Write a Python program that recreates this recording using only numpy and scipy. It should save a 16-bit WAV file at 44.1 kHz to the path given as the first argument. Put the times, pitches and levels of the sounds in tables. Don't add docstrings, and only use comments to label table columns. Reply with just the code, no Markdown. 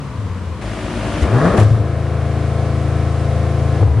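import sys
import numpy as np
from scipy import signal
from scipy.fft import rfft, irfft, next_fast_len
from scipy.io import wavfile
from scipy.ndimage import map_coordinates

SR = 44100
rng = np.random.default_rng(int(sys.argv[2]) if len(sys.argv) > 2 else 0)


def master_out(mix):
    frames = np.transpose(np.atleast_2d(mix))
    ceiling = np.clip(frames, -1, 1)
    pcm = np.round(ceiling * 32767).astype(np.int16)
    wavfile.write(sys.argv[1], SR, pcm)


N = 176400
CYLINDERS = 8
OUTSIDE_S = .612
THROTTLE_S, LIMIT_S, CHANGE_S = 1.3, 1.808, .16


def amp(db):
    return np.exp(np.asarray(db) * (np.log(10) / 20))


def unit(x):
    return x / np.sqrt(np.mean(x ** 2) + 1e-20)


def along(points, hz):
    f, v = np.transpose(points)
    return np.interp(np.log(hz + 1), np.log(f + 1), v)


def clock():
    return np.arange(N) / SR


def curve(rows):
    return np.interp(clock(), *np.transpose(rows))


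def ramp(centre_s, length_s):
    return np.clip((clock() - centre_s) / length_s + .5, 0, 1)


def swells(rows):
    return sum(amp(db) * np.exp(-.5 * ((clock() - s) / sigma_s) ** 2) for s, db, sigma_s in rows)


def wobble(knots_per_s):
    coarse = np.arange(0, N + 64, 64)
    knots = rng.standard_normal(int(N * knots_per_s / SR) + 4)
    return np.interp(np.arange(N), coarse, map_coordinates(knots, [coarse * knots_per_s / SR]))


def filtered(x, response):
    size = next_fast_len(N + SR // 2)
    return irfft(rfft(x, size) * response(np.fft.rfftfreq(size, 1 / SR)), size)[..., :N]


def spread(pair, spectrum, coherence):
    def response(hz):
        angle = np.arccos(np.clip(along(coherence, hz), -1, 1)) / 2
        return amp(along(spectrum, hz)) * np.array([np.cos(angle), np.sin(angle)])
    mid, side = filtered(pair, response)
    return unit(np.array([mid + side, mid - side]))


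def noise(spectrum, coherence):
    return spread(rng.standard_normal((2, N)), spectrum, coherence)


def workshop(x, t60_s=.3, tail_db=8):
    t = np.arange(SR // 3) / SR
    impulse = rng.standard_normal((2, len(t))) * amp(-60 * t / t60_s)
    impulse *= amp(tail_db) / np.linalg.norm(impulse[0])
    impulse[0, 0] += 1
    return unit(signal.fftconvolve(x[None], impulse, axes=1)[:, :N])


# t/s, relative level/dB
AIR_DB = [(0.63, -38.5), (1.0, -36), (1.23, -34), (1.28, -38), (1.46, -34), (1.6, -37), (1.7, -39.5),
          (1.82, -44), (2.15, -43), (2.4, -41), (3.8, -40), (3.86, -44)]
# f/Hz, level/dB
AIR_SPECTRUM = [(900, -22), (2100, -6.5), (3700, -8.5), (7600, -15.5), (9700, -15.5), (11500, -30),
                (14000, -52)]
# f/Hz, L-R coherence
AIR_COHERENCE = [(1000, 0.84), (2000, 0.4), (4000, 0.71), (8000, 0.077)]
def air(gain_db=-2):
    return amp(curve(AIR_DB) + gain_db) * noise(AIR_SPECTRUM, AIR_COHERENCE)


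# f/Hz, level/dB
CABIN_SPECTRUM = [(20, -34), (50, -21), (80, -4), (130, -13.5), (200, -14), (290, -21.5), (370, -26),
                  (470, -23), (800, -33), (1020, -25), (1400, -33), (2200, -38), (4500, -46.5),
                  (9500, -53.5), (13000, -72)]
# f/Hz, L-R coherence
CABIN_COHERENCE = [(100, 0.97), (1000, 0.93), (4000, .5), (9000, 0.1)]
def cabin(level_db=-27):
    return amp(level_db) * noise(CABIN_SPECTRUM, CABIN_COHERENCE)


# t/s, peak level/dB
CLICK_EVENTS = [(1.244, -14), (1.479, -11), (1.539, -10), (1.588, -12), (1.613, -11), (3.833, -14)]
def overload_clicks(tau_s=.00022):
    return sum(amp(db) * np.exp(-np.abs(clock() - s) / tau_s) for s, db in CLICK_EVENTS)


# t/s, level/dB, sigma/s
SPIT_EVENTS = [(1.228, -32, 0.0076), (1.576, -30.5, 0.0045), (1.6, -30.5, .014), (1.636, -36.5, 0.012)]
# f/Hz, level/dB
SPIT_SPECTRUM = [(800, -6), (2200, 11.5), (4500, 0.5), (9800, -1), (13000, -24)]
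def spits(crackle_db=2.2, crackle_per_s=450):
    sputter = noise(SPIT_SPECTRUM, AIR_COHERENCE) * amp(crackle_db * wobble(crackle_per_s))
    return swells(SPIT_EVENTS) * unit(sputter)


# t/s, level/dB, sigma/s
COUGH_EVENTS = [(1.342, -18.5, .004), (1.582, -17.5, .017), (3.812, -22.5, .004), (3.831, -18.5, .005),
                (3.88, -22, .004)]
# f/Hz, level/dB
COUGH_SPECTRUM = [(120, -8), (330, 5), (870, -4), (1700, -25), (8000, -61)]
# f/Hz, L-R coherence
PIPE_COHERENCE = [(200, 1), (1000, 0.92), (2500, 0.9), (5000, 0.82)]
def coughs():
    return swells(COUGH_EVENTS) * noise(COUGH_SPECTRUM, PIPE_COHERENCE)


# t/s, length/s, f/Hz, level/dB
BOOM_EVENTS = [(1.218, 0.025, 70.4, -9), (1.583, 0.09, 105.9, -8), (1.707, .045, 112.1, -10.5),
               (1.778, 0.047, 106.8, -13), (3.812, 0.048, 101, -8.5), (3.875, 0.067, 74.5, -15.5),
               (3.965, .05, 112.8, -11)]
def booms(attack_s=.0065, release_s=.017):
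    out = np.zeros(N)
    for start_s, length_s, hz, db in BOOM_EVENTS:
        t = np.maximum(clock() - start_s, 0)
        envelope = np.minimum(t / attack_s, 1) * np.exp(-np.maximum(t - length_s, 0) / release_s)
        out += np.sqrt(2) * amp(db) * envelope * np.sin(2 * np.pi * hz * t)
    return out


# t/s, f/Hz
FIRING_HZ = [(0, 146), (.1, 126), (.2, 107), (.3, 91), (.6, 84), (.62, 54), (1.16, 54), (1.24, 69),
             (1.31, 104), (1.38, 129), (1.45, 166), (1.52, 200), (1.59, 218), (1.85, 215), (2.1, 218.2),
             (3.79, 218.2), (4, 196)]
def firings(zero_s=2.085):
    fired = np.cumsum(curve(FIRING_HZ)) / SR
    return fired - np.interp(zero_s, clock(), fired)


CYLINDER_BANK = [0, 1, 0, 0, 1, 0, 1, 1]
def pulses(fired, held, cut_s=1.51, starved_db=-14, far_db=-2, jitter_s=.00003):
    at = np.flatnonzero(np.diff(np.floor(fired)))
    cylinder = np.floor(fired[at]).astype(int) % CYLINDERS
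    bank = np.array(CYLINDER_BANK)[cylinder]
    scatter, jitter = rng.standard_normal((len(at), 2)).T
    scatter_db = np.interp(held[at], [0, 1], [3, 1.3])
    starved = (at > cut_s * SR) * (cylinder >= CYLINDERS // 2)
    size = amp(starved_db * starved + scatter_db * scatter) / np.sqrt(curve(FIRING_HZ)[at])
    onset = np.clip(at + np.round(jitter_s * SR * jitter).astype(int), 0, N - 1)
    near, far = [workshop(np.bincount(onset, size * (bank == side), N)) for side in range(2)]
    return unit(near + amp(far_db) * far)


# t/s, level/dB
BARK_DB = [(.63, -26.5), (1.0, -24), (1.18, -21), (1.31, -23.5), (1.39, -16.5), (1.47, -14.5), (1.5, -17.5),
           (1.535, -13.5), (1.605, -15.5), (1.67, -26), (1.8, -32), (2.2, -29), (3.79, -29), (3.86, -34.5),
           (4, -30)]
# t/s, power share
TURBULENT_SHARE = [(1.2, .85), (1.38, .55), (1.55, .45), (1.64, .95), (1.85, .8), (2.2, .5), (3.76, .5),
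                   (3.82, .85)]
# f/Hz, level/dB
IDLE_SPECTRUM = [(45, -39), (80, -17), (150, -9.5), (235, -1), (272, -14.5), (299, 9), (325, -9), (364, -2),
                 (420, -14), (600, -6), (800, -14.5), (1100, -14), (3200, -25), (6000, -79)]
THROTTLE_SPECTRUM = [(90, -14), (200, -1), (340, 3), (500, 1), (660, 1), (900, -10), (1220, -3.5),
                     (1450, -13), (1650, -10), (2000, -19.5), (5000, -46), (9000, -84)]
LIMIT_SPECTRUM = [(90, -40), (170, -9), (220, -6.5), (300, 1), (350, 0), (430, -6.5), (720, -1.5),
                  (880, -10), (1130, -8.5), (1500, -12.5), (2200, -19), (4000, -34.5), (8000, -100)]
# f/Hz, level/dB
RUMBLE_SPECTRUM = [(20, -37), (40, -6), (60, 10.5), (120, 9), (250, -2), (1500, -110)]
def bark(fired, puff_depth=.21, idle_rumble_db=-4.5):
    opened, held = ramp(THROTTLE_S, CHANGE_S), ramp(LIMIT_S, CHANGE_S)
    pulse_train = pulses(fired, held)
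    puffs = unit(rng.standard_normal((2, N)) * (1 + puff_depth * np.cos(2 * np.pi * fired)))
    share = curve(TURBULENT_SHARE)
    gas = np.sqrt(1 - share) * pulse_train + np.sqrt(share) * puffs
    states = [(1 - opened, IDLE_SPECTRUM), (opened * (1 - held), THROTTLE_SPECTRUM),
              (held, LIMIT_SPECTRUM)]
    pipe = sum(np.sqrt(weight) * spread(gas, spectrum, PIPE_COHERENCE) for weight, spectrum in states)
    rumble = amp(idle_rumble_db) * (1 - .22 * opened) * noise(RUMBLE_SPECTRUM, PIPE_COHERENCE)
    return amp(curve(BARK_DB)) * (pipe + rumble)


# t/s, level/dB
NOTE_DB = [(0, -25.5), (.12, -39), (.2, -23.5), (.37, -27), (.55, -34.5), (.66, -31), (1.21, -29),
           (1.28, -23), (1.31, -18.5), (1.35, -12.5), (1.4, -19.5), (1.48, -14.5), (1.51, -28), (1.75, -38)]
def firing_note(fired, octave_idle_db=1, octave_rev_db=-16, waver_db=2):
    idling = ramp(OUTSIDE_S, .009) * (1 - ramp(1.17, .054))
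    octave_db = octave_rev_db + idling * (octave_idle_db - octave_rev_db) + waver_db * wobble(17.5)
    tone = np.cos(2 * np.pi * fired) + amp(octave_db) * np.sin(4 * np.pi * fired)
    envelope = amp(curve(NOTE_DB) + waver_db * wobble(25.8)) * (1 - ramp(LIMIT_S, CHANGE_S))
    return np.sqrt(2) * tone * envelope


# t/s, level/dB
LOPE_DB = [(1.6, -18.5), (1.95, -18.5), (2.6, -16.5), (3.2, -16.5), (3.76, -15), (3.84, -18)]
# multiple of the cycle rate, relative level/dB
LOPE_PARTIALS = [(2, -29), (3, 5), (4, 2), (5, 3), (6, -20), (7, -13.5), (8, -19.5), (11, -10.5),
                 (13, -15.5), (15, -20), (16, -22), (17, -15.5), (18, -17.5), (19, -14), (21, -16.5),
                 (25, -17), (26, -19), (27, -23.5), (28, -24), (38, -22), (39, -24), (40, -26), (42, -27),
                 (48, -25.5), (62, -27.5), (68, -31.5), (79, -30.5), (85, -34.5)]
def lope(fired, split_hz=150, low_waver_db=.5, upper_waver_db=1.85, upper_gain_db=2, drift_rad=.2):
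    out = np.zeros(N)
    limit_cycle_hz = np.max(curve(FIRING_HZ)) / CYLINDERS
    cycle_rad = 2 * np.pi * (fired / CYLINDERS % 1)
    for order, db in LOPE_PARTIALS:
        if order * limit_cycle_hz < split_hz:
            out -= amp(db + low_waver_db * wobble(7.6)) * np.cos(order * cycle_rad)
        else:
            phase = order * cycle_rad + 2 * np.pi * rng.random() + drift_rad * wobble(12)
            out += amp(db + upper_gain_db + upper_waver_db * wobble(9)) * np.cos(phase)
    return unit(out) * amp(curve(LOPE_DB)) * ramp(LOPE_DB[0][0], .033)


# f/Hz, level/dB
BALANCE_DB = [(250, 3.5), (1400, 2), (9000, 0.5)]
def scene():
    fired, outside = firings(), ramp(OUTSIDE_S, .0066)
    behind = bark(fired) + spits() + air() + lope(fired) + booms() + coughs() + overload_clicks()
    mix = firing_note(fired) + outside * behind + (1 - outside) * cabin()
    return filtered(mix, lambda hz: amp(along(BALANCE_DB, hz) * np.array([[.5], [-.5]])))


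def record(dry):
    cutoff_hz = 15870
    return filtered(np.clip(dry, -1, 1), lambda hz: hz < cutoff_hz)


dry = scene()
out = record(dry)
master_out(out)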